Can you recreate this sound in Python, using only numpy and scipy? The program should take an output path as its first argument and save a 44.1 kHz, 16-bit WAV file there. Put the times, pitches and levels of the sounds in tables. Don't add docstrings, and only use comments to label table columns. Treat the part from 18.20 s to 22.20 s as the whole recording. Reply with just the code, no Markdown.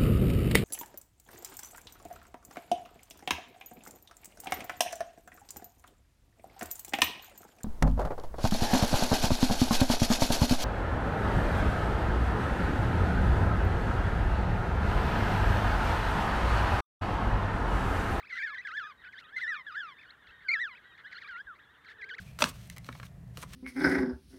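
import sys
import numpy as np
from scipy.fft import rfft, irfft, next_fast_len
from scipy.io import wavfile

SR = 44100
rng = np.random.default_rng(int(sys.argv[2]) if len(sys.argv) > 2 else 0)


def to_wav(sig):
    pcm = np.clip(np.atleast_2d(sig), -1, 1) * 32767
    pcm = np.round(pcm).astype(np.int16)
    wavfile.write(sys.argv[1], SR, pcm.T)


N = 176400
T = np.arange(N) / SR

# (frequency [Hz], relative gain [dB])
THROAT = [(900, -17), (1350, -1.5), (1750, 0), (2100, -2), (2800, -16.5), (3500, -14), (5200, -28),
          (9000, -44), (15000, -64)]
SMALL_THROAT = [(900, -11.5), (1450, -1), (2100, 2.5), (2750, -14.5), (4250, -12), (5300, -30),
                (15000, -60)]
# (frequency [Hz], relative gain [dB])
RASP_SPECTRUM = [(1000, -19), (1800, 6), (4000, 6.5), (7000, -15), (15000, -26.5)]

SMALL_VOICE_TILT_DB = -1.5
PITCH_JITTER, SHIMMER_DB, OVERTONE_FLUTTER_DB = 0.0041, 2.5, 5
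RELEASE_S = 0.012


def amp(db):
    return 10 ** (np.asarray(db) / 20)


def unit(x):
    return x / np.sqrt(np.mean(x ** 2) + 1e-20)


def along(points, hz):
    point_hz, point_db = np.transpose(points)
    return np.interp(np.log(hz + 1), np.log(point_hz + 1), point_db)


def wobble(knots_per_s, size):
    knots = rng.standard_normal(int(size * knots_per_s / SR) + 4)
    return np.interp(np.arange(size) * knots_per_s / SR, np.arange(len(knots)), knots)


def glide(s, v, t):
    span = np.maximum(np.diff(s), 1e-4)
    slope = np.diff(v) / span
    inner = 2 * np.maximum(slope[:-1] * slope[1:], 0) / (slope[:-1] + slope[1:] + 1e-9)
    knot_slope = np.r_[2 * slope[0] - inner[0], inner, 2 * slope[-1] - inner[-1]]
    i = np.clip(np.searchsorted(s, t) - 1, 0, len(slope) - 1)
    u = (t - s[i]) / span[i]
    start_bend = (knot_slope[i] - slope[i]) * (1 - u)
    end_bend = (knot_slope[i + 1] - slope[i]) * u
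    return v[i] + span[i] * u * (slope[i] + (1 - u) * (start_bend - end_bend))


def filtered(x, response):
    size = next_fast_len(N + SR // 2)
    return irfft(rfft(x, size) * response(np.fft.rfftfreq(size, 1 / SR)), size)[:N]


def noise(spectrum):
    return unit(filtered(rng.standard_normal(N), lambda hz: amp(along(spectrum, hz))))


def add(out, start_s, x):
    i = int(start_s * SR)
    x = x[max(-i, 0):max(N - i, 0)]
    out[max(i, 0):][:len(x)] += x


def voice(pitch_hz, throat, tilt_db, evenness=0, hoarse_db=-70, jitter=PITCH_JITTER, attack_s=0.0043, count=3):
    n = len(pitch_hz)
    k = np.arange(1, count + 1)[:, None]
    phase = 2 * np.pi * np.cumsum(pitch_hz * (1 + jitter * wobble(600, n))) / SR

    flutter = np.array([wobble(48.05, n) for _ in k]) * (k > 1)
    gains_db = along(throat, k * pitch_hz) + tilt_db * np.log2(k) + OVERTONE_FLUTTER_DB * flutter
    gains = amp(gains_db) * (k * pitch_hz < SR / 2)
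    gains = gains / np.linalg.norm(gains, axis=0) ** evenness
    tone = unit((gains * np.sin(k * phase)).sum(0))

    hiss_gain = amp(along(RASP_SPECTRUM, np.fft.rfftfreq(n, 1 / SR)))
    hiss = unit(irfft(rfft(rng.standard_normal(n)) * hiss_gain, n))
    octaves_per_s = np.abs(np.gradient(np.log2(pitch_hz))) * SR
    hoarse = amp(hoarse_db) * octaves_per_s * (1 + np.cos(phase))

    t = np.arange(n) / SR
    gate = np.clip(t / attack_s, 0, 1) * np.clip((t[-1] - t) / RELEASE_S, 0, 1)
    return (tone + hoarse * hiss) * gate * amp(SHIMMER_DB * wobble(250, n))


def wind():
    # (frequency [Hz], relative gain [dB])
    air = [(25, -22.5), (62, -1), (200, -7.5), (700, -12.5), (1200, -5.5), (4000, -29.5), (15000, -36)]
    puff_times = [2.1, 3.27]
    wind_db = -66.5
    puff_db, puff_scale_hz, puff_half_s = -65.5, 85.5, 0.036
    puffs = sum(np.exp(-((T - s) / puff_half_s) ** 2) for s in puff_times)
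    rumble = unit(filtered(rng.standard_normal(N), lambda hz: hz * np.exp(-(hz / puff_scale_hz) ** 2)))
    return amp(wind_db) * noise(air) + amp(puff_db) * puffs * rumble


def adults():
    # (time [s], level [dB])
    drone_level = [(3.6, -83), (3.8, -66.5)]
    drone_hz, half_width_hz = 444, 40

    def response(hz):
        return sum(k ** -2 / (1 + ((hz - k * drone_hz) / half_width_hz) ** 2) for k in (1, 2))

    drone = filtered(rng.standard_normal(N), response)
    pulsing = unit(drone * amp(1.1 * wobble(20, N)))
    return amp(np.interp(T, *np.transpose(drone_level))) * pulsing


def colony():
    centre_hz, blur_width, blur_db = 1680, 0.28, -70
    calls_per_s, softest_db, spread_db = 70, -71, 12
    pitch_swing, tilt_db = 0.26, 4

    def response(hz):
        return sum(k ** -2 * np.exp(-((hz / k / centre_hz - 1) / blur_width) ** 2) for k in (1, 2))

    blur = filtered(rng.standard_normal(N), response)
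    out = amp(blur_db + 6 * wobble(25, N)) * unit(blur)
    for when, length, size, pitch, turn in rng.random((int(calls_per_s * N / SR), 5)):
        length_s = 0.03 + 0.11 * length ** 2
        u = np.linspace(0, 1, int(length_s * SR))
        bend = (1 - length ** 2) * np.sin(2 * np.pi * (u + turn))
        pitch_hz = centre_hz * np.exp(pitch_swing * (pitch - 0.5 + bend))
        call = voice(pitch_hz, THROAT, tilt_db, attack_s=RELEASE_S, count=2)
        add(out, when * N / SR - len(u) / SR / 2, amp(softest_db + spread_db * size ** 3) * call)
    return out


def rasps():
    # (middle [s], half length to 1/e [s], peak level [dB])
    stretches = [(0.162, 0.043, -54.5), (1.002, 0.0096, -56), (1.2, 0.033, -53.5), (3.0, 0.17, -71.5),
                 (3.71, 0.021, -60)]
    swell = sum(amp(db) * np.exp(-((T - s) / half_s) ** 2) for s, half_s, db in stretches)
    grain = unit(noise(RASP_SPECTRUM) * amp(4.5 * wobble(450, N)))
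    return swell * grain


def chirps():
    middles = [0.047, 0.087, 0.429, 0.863, 1.802, 2.566]
    length_s, top_hz, drop, level_db = 0.045, 2630, 0.35, -53.5
    out = np.zeros(N)
    u = np.linspace(-1, 1, int(length_s * SR))
    pitch_hz = top_hz * (1 - drop * u ** 2)
    for middle_s in middles:
        call = voice(pitch_hz, SMALL_THROAT, SMALL_VOICE_TILT_DB, evenness=0.26, attack_s=0.0082, count=2)
        add(out, middle_s - length_s / 2, amp(level_db) * call)
    return out


def swoops():
    # (start [s], end [s], lowest pitch [Hz], level [dB])
    calls = [(0.0, 0.066, 1175, -57), (0.09, 0.19, 1345, -50.5), (0.22, 0.251, 2300, -44),
             (0.254, 0.319, 2093, -49), (0.342, 0.396, 1552, -45.5), (0.466, 0.526, 1512, -44),
             (0.567, 0.607, 1614, -46.5), (0.922, 1.004, 1510, -51), (1.825, 1.919, 1427, -56.5),
             (2.065, 2.128, 1293, -58.5), (2.775, 2.821, 1643, -57), (2.911, 2.972, 1557, -53.5),
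             (2.921, 2.999, 1374, -48), (3.0, 3.101, 1602, -55), (3.013, 3.101, 1154, -51),
             (3.105, 3.196, 923, -52), (3.644, 3.712, 1313, -59), (3.679, 3.736, 1692, -52.5),
             (3.812, 3.854, 1957, -43.5), (3.888, 3.959, 1462, -43.5), (3.98, 4.035, 1303, -43.5)]
    edge_hz, steepness, jitter = 2750, 2.1, 0.016
    out = np.zeros(N)
    for start_s, end_s, low_hz, db in calls:
        u = np.abs(np.linspace(-1, 1, int((end_s - start_s) * SR)))
        pitch_hz = low_hz * (edge_hz / low_hz) ** (u ** steepness)
        call = voice(pitch_hz, SMALL_THROAT, SMALL_VOICE_TILT_DB, hoarse_db=-53.5, jitter=jitter, count=4)
        add(out, start_s, amp(db) * call)
    return out


def peeps():
    # (start [s], end [s], first pitch [Hz], turning pitch [Hz], last pitch [Hz], level before gain_db [dB])
    calls = [(0.094, 0.189, 2382, 2000, 2214, -48), (0.267, 0.363, 1653, 1680, 1840, -48),
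             (0.367, 0.418, 2120, 1923, 2166, -45.5), (0.62, 0.684, 1420, 1740, 1370, -50.5),
             (0.828, 0.906, 2000, 1451, 1720, -54), (0.988, 1.12, 1750, 1224, 1560, -63),
             (1.117, 1.171, 1450, 1800, 1840, -51.5), (1.163, 1.22, 1900, 1407, 1970, -48.5),
             (1.221, 1.41, 1797, 1202, 1250, -54.5), (1.322, 1.381, 1603, 1793, 1793, -48.5),
             (1.542, 1.599, 2300, 1524, 1523, -47), (2.236, 2.404, 1730, 1316, 1366, -54.5),
             (2.834, 2.887, 1667, 1610, 2260, -52.5), (3.081, 3.223, 1750, 1378, 1780, -48),
             (3.78, 3.911, 1936, 1554, 1807, -55)]
    gain_db, tilt_db, attack_s = 4, -4, 0.018
    out = np.zeros(N)
    for start_s, end_s, first_hz, turn_hz, last_hz, db in calls:
        u_first = -abs(first_hz - turn_hz) ** 0.5
        u_last = abs(last_hz - turn_hz) ** 0.5
        u = np.linspace(u_first, u_last, int((end_s - start_s) * SR))
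        pitch_hz = turn_hz + np.sign(first_hz + last_hz - 2 * turn_hz) * u ** 2
        add(out, start_s, amp(db + gain_db) * voice(pitch_hz, THROAT, tilt_db, attack_s=attack_s))
    return out


def whistles():
    # (time [s], pitch [Hz], level before gain_db [dB])
    whistle_1 = [(0.122, 1928, -40), (0.143, 2010, -43.5), (0.162, 1571, -67), (0.172, 1927, -36.5),
                 (0.211, 1570, -40), (0.243, 1837, -34.5), (0.284, 1471, -44), (0.355, 942, -49.5)]
    whistle_2 = [(0.448, 1764, -38), (0.468, 1605, -42), (0.509, 1226, -46.5), (0.553, 1615, -40),
                 (0.575, 1767, -36.5), (0.614, 1393, -42), (0.65, 1201, -47), (0.681, 1268, -48.5),
                 (0.733, 951, -53)]
    whistle_3 = [(1.161, 2063, -34), (1.185, 2063, -36.5), (1.201, 1654, -52.5), (1.22, 2066, -34.5),
                 (1.239, 1844, -33.5), (1.264, 1725, -40), (1.29, 1986, -33), (1.333, 1619, -37.5),
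                 (1.38, 1112, -48), (1.427, 991, -48.5)]
    whistle_4 = [(1.464, 1736, -46.5), (1.482, 1675, -42.5), (1.527, 1211, -48), (1.59, 1753, -38),
                 (1.632, 1430, -43.5), (1.666, 1288, -46), (1.751, 930, -59)]
    small_throat_whistle = [(2.281, 2537, -39), (2.296, 2100, -29.5), (2.332, 2383, -31),
                            (2.348, 1963, -29.5), (2.382, 1622, -39), (2.416, 1967, -32),
                            (2.457, 1634, -39.5), (2.509, 1068, -51), (2.554, 951, -53)]
    short_whistle = [(0.151, 1695, -48.5), (0.177, 1338, -49), (0.188, 2036, -36.5), (0.207, 2350, -41.5),
                     (0.233, 1740, -32)]
    pure_whistle = [(3.268, 1710, -46.5), (3.312, 1356, -49), (3.36, 1050, -69)]
    gain_db, tilt_db = 0.5, -3
    calls = (whistle_1, whistle_2, whistle_3, whistle_4, small_throat_whistle, short_whistle, pure_whistle)
    out = np.zeros(N)
    for call in calls:
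        s, hz, db = np.transpose(call)
        t = np.arange(s[0], s[-1], 1 / SR)
        throat = SMALL_THROAT if call is small_throat_whistle else THROAT
        count = 1 if call is pure_whistle else 5
        tone = voice(glide(s, hz, t), throat, tilt_db, evenness=0.73, count=count)
        add(out, s[0], amp(gain_db + glide(s, db, t)) * tone)
    return out


def scene():
    background = wind() + adults() + colony()
    near = rasps() + chirps() + swoops() + peeps() + whistles()
    return (background + near)[None]


def record(dry):
    top_hz, fade_s = 15650, 0.004
    fade = np.clip((T[-1] - T) / fade_s, 0, 1)
    return filtered(dry[0] * fade, lambda hz: hz < top_hz)[None]


dry = scene()
out = record(dry)
to_wav(out)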